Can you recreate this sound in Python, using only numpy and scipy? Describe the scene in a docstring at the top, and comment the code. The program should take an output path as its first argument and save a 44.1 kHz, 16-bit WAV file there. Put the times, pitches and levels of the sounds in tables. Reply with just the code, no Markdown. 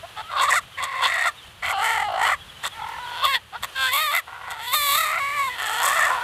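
"""A brooding hen protests, close to the microphone, as a hand lifts her off her eggs in a straw nest.
Membrane pulses and air pass through throat and beak resonances as clean tone, flutter and harsh rasp.
Chicks farther off in the yard peep as falling whistles; straw ticks are short decaying noise snaps.
The yard is coloured noise over a low rumble, and the small coop adds a short echo."""
import sys
import numpy as np
from scipy import signal
from scipy.fft import rfft, irfft
from scipy.io import wavfile
from scipy.ndimage import uniform_filter1d

SR = 44100
rng = np.random.default_rng(int(sys.argv[2]) if len(sys.argv) > 2 else 0)


def generate_wav(sig):
    """Save sig (samples, or channels by samples) to the path in sys.argv[1] as 16-bit PCM at SR."""
    pcm = np.round(np.clip(np.atleast_2d(sig).T, -1, 1) * 32767).astype(np.int16)
    wavfile.write(sys.argv[1], SR, pcm)


N = 274743

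# the hen's long calls: start_s, end_s, first_beak_hz, last_beak_hz, upper_throat_hz,
# closing_pitch_fall (share), hiss_db, sizzle_db (above about 10 kHz)
LONG_CALLS = [(0.232, 0.6, 1980, 1880, 3560, 0.33, -1.5, -14),
              (0.771, 1.306, 1980, 1810, 3440, 0.21, -5, -14),
              (1.621, 2.358, 2052, 1947, 3023, 0.3, -4.5, -5.5),
              (2.719, 3.391, 2046, 1898, 3472, 0.27, -10, -0.5),
              (3.749, 3.915, 1560, 1524, 3430, 0.0076, -12, -8),
              (3.9, 4.21, 2190, 1940, 3457, 0.29, -3.5, 4),
              (4.267, 4.678, 1950, 2011, 3464, 0.042, 4.5, -2),
              (4.665, 5.505, 2053, 2051, 3647, 0.16, 1.5, 1.5), (5.492, 6.25, 1915, 1712, 3287, 0, -1, -5)]
# short clucks: centre_s, half_length_s, pitch_hz, roughness (0-1), level_db, brightness_db
SHORT_CLUCKS = [(0.044, .014, 345, 0.2, -34.5, -27), (0.193, 0.026, 438, 0.52, -30, -9),
                (2.657, .022, 505.4, 0.89, -28.5, -1.5), (3.551, .022, 441.4, .55, -30.5, -13.5),
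                (3.641, 0.014, 534.4, 0.81, -28, -2)]
# harsh barks within a call, each a sudden shove of air:
# centre_s, half_length_s, level_db, upper_throat_db and hiss_db (both against that level)
AIR_SHOVES = [(0.398, 0.017, -43.5, 16.5, -14), (0.84, 0.013, -33.5, 1, -0.5),
              (1.051, .022, -22.5, 0.5, -14), (2.275, 0.0296, -39, 5, -24), (3.351, 0.01322, -26, 0.5, -27),
              (4.513, 0.0086, -37.5, 0.5, 1), (4.739, 0.0097, -22.5, -15, -6), (5.866, .022, -43.5, 9, 16)]
# treble as she turns her head to and from the microphone: time_s, level_db
HEAD_AIM = [(.45, -11.5), (.9, -11.5), (1.2, -11.5), (1.8, -8.5), (2.3, -16), (2.95, -21), (3.2, -1.5),
            (3.34, -3), (3.93, -1), (4.2, -8.5), (4.4, -23), (4.68, 1.5), (4.95, -1.5), (5.15, -17),
            (5.42, -16), (5.55, -5), (5.82, -7), (6.2, -22.5)]


def amp(db):
    """Decibels to a linear gain."""
    return 10 ** (np.asarray(db) / 20)


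def unit(x):
    """Scales a sound to an RMS level of 1."""
    return x / np.sqrt(np.mean(x ** 2) + 1e-20)


def clock():
    """The time of every sample, in seconds."""
    return np.arange(N) / SR


def read(points, hz):
    """Reads a (Hz, value) table at any frequency, along a log frequency axis."""
    f, value = np.transpose(points)
    return np.interp(np.log(hz + 1), np.log(f + 1), value)


def follow(rows, t):
    """The columns of a table (s, ..) as curves over the times t."""
    s, *columns = np.transpose(rows)
    return [np.interp(t, s, c) for c in columns]


def colour(x, points):
    """Filters a sound by the response (Hz, dB)."""
    gain = amp(read(points, np.fft.rfftfreq(N, 1 / SR)))
    return irfft(rfft(x) * gain, N)


def wander(top_hz):
    """Random drift of RMS size 1, falling away steeply above top_hz."""
    hz = np.fft.rfftfreq(N, 1 / SR)
    spectrum = rfft(rng.standard_normal(N)) / np.sqrt(1 + (hz / top_hz) ** 4)
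    return unit(irfft(spectrum, N))


def spell(start, end, fade):
    """1 between two times, with short ramps."""
    t = clock()
    return np.clip(np.minimum(t - start, end - t) / fade, 0, 1)


def bump(s, half, order=2):
    """A smooth swell of height 1 around the time s; a higher order gives steeper flanks."""
    return np.exp(-np.minimum(abs((clock() - s) / half) ** order, 50))


def steady(x, size=500):
    """Holds the short-time level at 1, keeping the fast grain."""
    power = uniform_filter1d(uniform_filter1d(x ** 2, size), size)
    return x / np.sqrt(abs(power) + 1e-12)


def add(mix, s, sound):
    """Lays a sound into the mix at the time s."""
    part = mix[round(s * SR):][:len(sound)]
    part += sound[:len(part)]


def resonate(x, hz, width):
    """A steep resonance of gain 1 that can follow a curve."""
    turn = np.exp(2j * np.pi * np.cumsum(hz * np.ones(N)) / SR)
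    r = np.exp(-np.pi * width / SR)
    # shift the resonance down to 0 Hz, low-pass there, shift back
    smooth = signal.lfilter([(1 - r) ** 2], [1, -2 * r, r * r], x / turn + 1e-18)
    return 2 * (turn * smooth).real


def cavity(x, modes):
    """Several resonances side by side."""
    return sum(amp(db) * resonate(x, hz, width) for hz, width, db in modes)


def yard(rumble_swell_db=2):
    """A soft outdoor wash over a low, uneven rumble, both of coloured noise."""
    # colour of the wash: frequency_hz, relative_density_db
    wash_spectrum = [(180, -45), (300, -14.5), (1260, -7), (1540, -9.5), (1670, -7), (2140, -11.5),
                     (3130, -5.5), (5210, -22), (11300, -23), (15500, -34)]
    # wash over time: time_s, level_db
    wash_level = [(0, -44.5), (.65, -46.5), (1.452, -46.5), (2.5, -45.5), (3.2, -40), (3.452, -51.5),
                  (3.701, -42), (4.24, -48.5), (6.202, -37)]
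    # colour of the rumble: frequency_hz, relative_density_db
    rumble_spectrum = [(12, -37), (20, -7.5), (75, 5.5), (137, 0.5), (259, -11), (300, -60), (390, -64),
                       (660, -120)]
    # rumble over time: time_s, level_db
    rumble_level = [(0, -52.5), (.8, -53.5), (1.2, -60.5), (1.6, -52), (2.2, -51), (3.6, -54), (4.2, -59.5),
                    (4.7, -52.5), (6.2, -54)]
    t = clock()
    wash_db = follow(wash_level, t)[0] + .8 * wander(14)
    wash = unit(colour(rng.standard_normal(N), wash_spectrum)) * amp(wash_db)
    swell = amp(rumble_swell_db * wander(7.5))
    rumble = unit(colour(rng.standard_normal(N), rumble_spectrum) * swell)
    return wash + amp(follow(rumble_level, t)[0]) * rumble


def gestures(rest_hz=541.5, stretch=0.14, closing_s=.045, clearing=0.706, cluck_rise=.08,
             bark_rough=0.493, beak_glide_s=0.089):
    """Pitch, roughness, beak and upper throat resonances; stretching the neck lifts both with pitch."""
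    # one curve a call: time_s, pitch_hz, roughness (0-1)
    melodies = [
        [(.24, 602, 0.31), (.297, 689, 0.17), (.31, 594.4, 0.88), (.44, 541.7, 0.45), (.49, 594.6, 0.23),
         (.505, 514, 0.74), (.55, 538.7, 0.67), (.565, 751, 0.37)],
        [(.78, 550, 0.52), (.91, 550, 0.54), (1.056, 510.6, 0.51), (1.079, 651, 0.73), (1.274, 675.6, 0.83)],
        [(1.715, 679.6, 0.94), (1.744, 373.8, 0.34), (1.86, 463, .59), (1.95, 452.8, 0.46), (2.08, 410, 0.1),
         (2.15, 374, 0.29), (2.25, 477.7, 0.31), (2.291, 476, 0.71), (2.315, 664.7, 0.6)],
        [(2.72, 420, 0.41), (2.87, 492.6, 0.16), (3.06, 484.8, 0.33), (3.211, 486.5, 0.51), (3.245, 585.3, 0.6),
         (3.27, 540.6, 0.4), (3.3, 559.4, 0.14), (3.35, 513, 0.23)],
        [(3.79, 529, 0.26), (3.905, 513.5, 0.24)],
        [(3.905, 509, 0.24), (3.951, 555.6, .37), (4.02, 637.5, 0.2), (4.104, 566.7, 0.14), (4.125, 629, 0.69),
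         (4.165, 707, 0.74)],
        [(4.3, 481, 0.77), (4.45, 503, 0.75), (4.6, 446.7, .45), (4.669, 482, .25)],
        [(4.715, 492, 0.22), (4.751, 625, 0.14), (4.795, 583.6, 0.14), (4.915, 563, 0.26), (4.999, 642.8, 0.25),
         (5.109, 602.4, 0.41), (5.14, 665, 0.57), (5.19, 682, 0.71), (5.204, 552, 0.13), (5.3, 564.6, 0.27),
         (5.345, 586, 0.18), (5.47, 532.3, 0.18)],
        [(5.53, 499.5, .3), (5.59, 446.4, 0.8), (5.72, 438.2, 0.46), (5.82, 484, 0.69), (5.95, 634.6, 0.65),
         (6.04, 619.5, 0.74), (6.119, 534.5, 0.82), (6.221, 474.4, 0.55)],
    ]
    t = clock()
    pitch, rough, beak_hz, upper_hz = np.outer([rest_hz, 0, *LONG_CALLS[0][3:5]], np.ones(N))
    for (start, end, beak_first, beak_last, upper, fall, _, _), melody in zip(LONG_CALLS, melodies):
        on = (t >= start) & (t <= end)
        hz, rasp = follow(melody, t[on])
        # as her air runs out the pitch falls, and after a marked fall the voice clears too
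        closing = np.clip(1 - (end - t[on]) / closing_s, 0, 1)
        pitch[on] = hz * (1 - fall * closing ** 2)
        rough[on] = rasp * (1 - clearing * (fall > .1) * np.minimum(2 * closing, 1))
        beak_hz[on] = np.linspace(beak_first, beak_last, on.sum())
        upper_hz[on] = upper
    for s, half, hz, rasp, _, _ in SHORT_CLUCKS:
        on = abs(t - s) < 1.7 * half
        pitch[on] = hz * (1 + cluck_rise * (t[on] - s) / half)
        rough[on] = rasp
    for s, half, *_ in AIR_SHOVES:
        rough = rough + (1 - rough) * bark_rough * bump(s, half)  # part way to a full rasp
    neck = (pitch / rest_hz) ** stretch
    beak_hz = uniform_filter1d(beak_hz, round(beak_glide_s * SR))  # glides between calls
    return pitch, np.clip(rough, 0, 1), beak_hz * neck, upper_hz * neck


def syrinx(pitch, rough, jitter=.135, tremor=0.004366, shimmer_db=3.0, side_tones=0.68, count=30,
           rasp_air=.58, leak_air=.06, beak_air=.6):
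    """Membrane pulses with a puff of air each cycle; returns voice, airier voice, sung pitch and throb."""
    # spells of flutter: start_s, end_s, beat_rate_hz, pitch_swing (share), level_swing_db
    flutter = [(0.374, 0.562, 53.3, 0.063, 1), (1.065, 1.298, 51.6, 0.035, -1.5),
               (1.772, 1.847, 49, 0.04, 1), (1.965, 2.05, 41.3, 0.067, 3.5), (2.079, 2.236, 54.5, 0.16, 5),
               (2.24, 2.34, 45, .13, 2.5), (2.786, 3.002, 41.6, 0.11, 6), (4.281, 4.6, 12.5, .05, -3),
               (4.929, 5.069, 37, 0.038, -2)]
    # spells of strong and weak membrane beats: start_s, end_s, cycles_per_group, depth
    grouping = [(3.064, 3.238, 3, 0.76), (3.772, 3.885, 2, .9), (3.913, 4.012, 2, 0.5),
                (4.116, 4.185, 2, 0.58), (4.861, 4.979, 2, 0.28), (4.299, 4.615, 3, 0.4),
                (5.051, 5.106, 3, 0.52), (5.583, 6.227, 3, 0.25)]
    t, bend, throb_db = clock(), np.zeros(N), np.zeros(N)
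    for start, end, rate, swing, swing_db in flutter:
        beat = 2 * np.pi * rate * (t - start) + 2 * rough * wander(25.6)
        on = spell(start, end, 0.01105)
        bend += on * swing * np.cos(beat)
        throb_db -= on * swing_db * np.cos(beat)  # a positive swing is softest at the highest pitch
    sung = pitch * (1 + bend)
    unsteadiness = tremor + jitter * rough * np.sqrt(rough)
    turns = np.cumsum(sung * (1 + unsteadiness * wander(129.2))) / SR
    pulses = unit(sum(np.cos(2 * np.pi * k * turns) for k in range(1, count)))
    # in a rasp the second membrane beats at its own unsteady rate and throws broken side tones
    second = np.cumsum(pitch * (.5 + .13 * wander(45.65))) / SR
    shimmer = amp(shimmer_db * rough * wander(180))
    strength = shimmer * (1 + side_tones * rough * np.cos(2 * np.pi * second))
    for start, end, group, depth in grouping:
        on = spell(start, end, 0.0076)
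        strength = strength * (1 + depth * on * np.cos(2 * np.pi * turns / round(group)))
    puffs = unit((0.81 + np.exp(-(turns % 1) / .5)) * rng.standard_normal(N))
    voice = strength * (pulses + (leak_air + rasp_air * rough) * puffs)
    airy = voice + beak_air * rough * strength * puffs
    return voice, airy, sung, amp(throb_db)


def sizzle(hiss):
    """The top of the hiss changes from call to call and as she turns her head."""
    t = clock()
    call_edges = np.ravel([call[:2] for call in LONG_CALLS])
    call_db = np.repeat([call[-1] for call in LONG_CALLS], 2)
    level_db = np.interp(t, call_edges, call_db) + 0.71 * follow(HEAD_AIM, t)[0]
    high_pass = signal.butter(3, 9800, "high", fs=SR, output="sos")
    top = signal.sosfiltfilt(high_pass, hiss)
    return hiss + (amp(level_db) - 1) * top


def throat(tuned_width_hz=260, tuned_db=3, third_db=-11, beak_width_hz=300, beak_skirt_db=-13,
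           upper_width_hz=600, upper_skirt_db=-8, lurch_db=3, rasp_db=5):
    """The syrinx excites throat and beak; returns evened, then rasped and throbbing, low, beak, upper, hiss."""
    # the wide lower throat: frequency_hz, width_hz, gain_db
    low_modes = [(769.3, 88, 1), (1181, 445, -1), (1380, 290, -3.5)]
    # colour of the hiss: frequency_hz, gain_db
    hiss_spectrum = [(4300, -20), (4950, -6.5), (6000, -8.5), (7000, -2.5), (8100, 2.5), (9000, -5.5),
                     (10500, -3), (12000, 3), (13500, -0.5), (15500, -11)]
    pitch, rough, beak_hz, upper_hz = gestures()
    voice, airy, sung, throb = syrinx(pitch, rough)
    voice = signal.sosfilt(signal.butter(4, 590, "high", fs=SR, output="sos"), voice)
    # in clean notes the lowest resonance rides on the second harmonic and lifts the third
    second = resonate(voice, 2 * sung, tuned_width_hz)
    third = resonate(voice, 3 * sung, tuned_width_hz)
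    tuned = second + amp(third_db) * third
    low = amp(tuned_db) * (1 - rough) * tuned + (0.15 + rough) * cavity(voice, low_modes)
    beak = resonate(voice, beak_hz, beak_width_hz) + amp(beak_skirt_db) * resonate(voice, 2052, 1060)
    upper_skirt = resonate(voice, 4130, 464) - resonate(voice, 2702, 222)
    upper = resonate(voice, upper_hz, upper_width_hz) + amp(upper_skirt_db) * upper_skirt
    hiss = colour(airy, hiss_spectrum) * amp(rasp_db * rough * wander(73))  # spits when she rasps
    # a rasp throws its energy unevenly from one resonance to another
    bands = (low, beak, upper, sizzle(hiss))
    return [steady(x) * amp(lurch_db * rough * wander(53)) * throb for x in bands]


def clucks(low, beak, upper, hiss, hiss_per_brightness=2.77):
    """Short steep-sided swells of voice; a brighter one opens beak, upper throat and hiss."""
    out = np.zeros(N)
    for s, half, _, _, db, bright in SHORT_CLUCKS:
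        call = low + amp(bright) * (beak + upper) + amp(hiss_per_brightness * bright) * hiss
        out += amp(db) * bump(s, half, order=4) * call
    return out


def squawks(low, beak, upper, hiss, beak_db=-.5, upper_db=-1, drain=0.56, attack_s=.012,
            release_s=0.021, full_cry_db=-24, hiss_per_opening=0.76):
    """Opening the beak drains the lower throat into its resonance; effort and aim bring out the treble."""
    # one curve a call: time_s, effort_db, beak_opening_db (share of the beak resonance)
    effort_curves = [
        [(0.23, -45, -12), (0.286, -43, -35), (0.304, -33, -12), (0.398, -22.5, -16), (0.432, -17, -6.5),
         (0.476, -26, -5.5), (0.488, -16, -27), (0.506, -20.5, 2), (0.59, -18.5, -5.5)],
        [(0.785, -28.5, 0.5), (0.837, -29, -8), (0.895, -32.5, -2), (1.067, -23.5, -5.5), (1.079, -25.5, 1),
         (1.245, -24, 1.5), (1.277, -19, -5.5), (1.295, -21.5, -2.5)],
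        [(1.635, -27, -0.5), (1.715, -23, -2.5), (1.745, -27, -20.5), (1.853, -21, -1.5), (2.021, -24.5, -3.5),
         (2.121, -29, -20.5), (2.237, -20, -0.5), (2.309, -19.5, -3), (2.345, -22.5, -0.5)],
        [(2.73, -44.5, -2), (2.824, -32.5, -12.5), (2.932, -36.5, -6), (3.01, -35, -14), (3.218, -32, -11),
         (3.252, -15.5, -16), (3.266, -23, -6.5), (3.364, -27, 3.5), (3.38, -33.5, -3)],
        [(3.755, -31, 2), (3.833, -23, 1), (3.905, -26, 2)],
        [(3.91, -32, -1), (3.936, -22, -1.5), (4.116, -24.5, -6), (4.158, -22.5, 1.5), (4.195, -24, 0.5)],
        [(4.28, -38, -9), (4.362, -40.5, -9), (4.522, -31.5, -4.5), (4.566, -36, -7.5), (4.67, -34, 0.5)],
        [(4.68, -31.5, -3.5), (4.71, -32, -4.5), (4.734, -29, -1), (4.752, -22, -9), (4.79, -26.5, -2.5),
         (4.946, -22, -6), (5.116, -24.5, -2.5), (5.356, -27.5, -1), (5.396, -22, -5), (5.47, -27, -3),
         (5.49, -23, -16)],
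        [(5.51, -32.5, 1.5), (5.57, -36, -1.5), (5.598, -28, -1.5), (5.742, -25, -4.5), (6.052, -19.5, 0),
         (6.22, -26, -14)],
    ]
    t, out = clock(), np.zeros(N)
    for (start, end, *_, hiss_db, _), curve in zip(LONG_CALLS, effort_curves):
        on = (t >= start) & (t <= end)
        effort, opening = follow(curve, t[on])
        aim = follow(HEAD_AIM, t[on])[0]
        gate = np.clip(np.minimum((t[on] - start) / attack_s, (end - t[on]) / release_s), 0, 1)
        kept = np.sqrt(np.clip(1 - drain * amp(opening) ** 2, .04, 1))
        # the call's own hiss level holds at a full cry with opening and aim at 0 dB
        breath_db = hiss_db + (effort - full_cry_db) + hiss_per_opening * opening + aim
        call = kept * low[on] + amp(beak_db + opening) * beak[on]
        call += amp(upper_db + aim) * upper[on] + amp(breath_db) * hiss[on]
        out[on] += gate * amp(effort) * call
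    return out


def barks(low, beak, upper, hiss, body_db=2):
    """Sudden shoves of air swell the throat and beak resonances and the hiss together."""
    out = np.zeros(N)
    for s, half, db, upper_db, hiss_db in AIR_SHOVES:
        call = amp(upper_db) * upper + amp(hiss_db) * hiss + amp(body_db) * (low + beak) / 2
        out += amp(db) * bump(s, half) * call
    return out


def hen():
    """Short clucks, long squawks and barks all come from the one throat."""
    bands = throat()
    return clucks(*bands) + squawks(*bands) + barks(*bands)


def nest(x):
    """Close surfaces ripple the spectrum, so gliding harmonics swell and fade."""
    # first reflections from hand, nest and walls: delay_s, gain (linear)
    near_walls = [(.00102, 0.071), (.0027, 0.011)]
    hz = np.fft.rfftfreq(N, 1 / SR)
    reflected = sum(gain * np.exp(-2j * np.pi * hz * delay) for delay, gain in near_walls)
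    return irfft(rfft(x) * (1 + reflected), N)


def chicks(peep_s=0.0458, peep_fall=0.13, waver=0.0093):
    """Each peep is a short falling whistle; one lower note has no such fall, only the slight waver."""
    # peeps: start_s, first_pitch_hz, level_db
    peeps = [(.22, 3450, -47), (.725, 3350, -46), (1.365, 3900, -47), (1.41, 3380, -48), (2.397, 3500, -45),
             (2.47, 3650, -48), (2.545, 3280, -49), (2.702, 3620, -45), (2.81, 3570, -45),
             (3.02, 4100, -47), (3.055, 3420, -44)]
    # the lower note: start_s, pitch_hz, level_db
    low_whistle = (2.925, 1765, -43)
    out, drift, size = np.zeros(N), 1 + waver * wander(110), round(peep_s * SR)
    swell = signal.windows.tukey(size, .7)
    for (s, first_hz, db), fall in [(peep, peep_fall) for peep in peeps] + [(low_whistle, 0)]:
        hz = first_hz * np.geomspace(1, 1 - fall, size) * drift[round(s * SR):][:size]
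        whistle = np.sqrt(2) * np.sin(2 * np.pi * np.cumsum(hz) / SR)
        add(out, s, amp(db) * whistle * swell)
    return out


def straw(decay_s=0.0018):
    """Dry stalks snap under the hand: bright noise that dies away at once."""
    # snapping stalks: time_s, peak_db
    ticks = [(2.122, -33), (2.888, -32)]
    out, t = np.zeros(N), np.arange(600) / SR
    for s, db in ticks:
        snap = np.diff(rng.standard_normal(len(t) + 1)) * np.exp(-t / decay_s)
        add(out, s, amp(db) * snap / abs(snap).max())
    return out


def coop(x):
    """Dense weak reflections, each band dying at its own speed."""
    # decay of the echo: frequency_hz, t60_s
    decay_times = [(200, 0.21), (1000, 0.14), (3500, 0.069), (8000, 0.033), (15000, 0.011)]
    taps = rng.standard_normal(SR // 2) * (np.arange(SR // 2) > 130)  # silent for the first 3 ms
    hz, t, z = signal.stft(taps, SR, nperseg=256)
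    decay = amp(-60 * t / read(decay_times, hz)[:, None])
    tail = signal.istft(z * decay, SR, nperseg=256)[1]
    return signal.fftconvolve(x, tail / np.linalg.norm(tail))[:N]


def scene(near_echo_db=-23, far_echo_db=-6):
    """The hen and straw are near the microphone and dry, the chicks farther off with more echo."""
    background = yard()
    near = nest(hen())
    far = chicks()
    near = near + straw()
    echo = coop(amp(near_echo_db) * near + amp(far_echo_db) * far)
    return (near + far + echo + background)[None]


def record(dry, ceiling=.42, edge_hz=15600):
    """The loudest peaks are rounded off below the ceiling; then a low-pass limits the band."""
    rounded = dry / (1 + (dry / ceiling) ** 6) ** (1 / 6)
    low_pass = signal.firwin(511, edge_hz, window=("kaiser", 9), fs=SR)
    return signal.oaconvolve(rounded, low_pass[None], "same")


dry = scene()
out = record(dry)
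generate_wav(out)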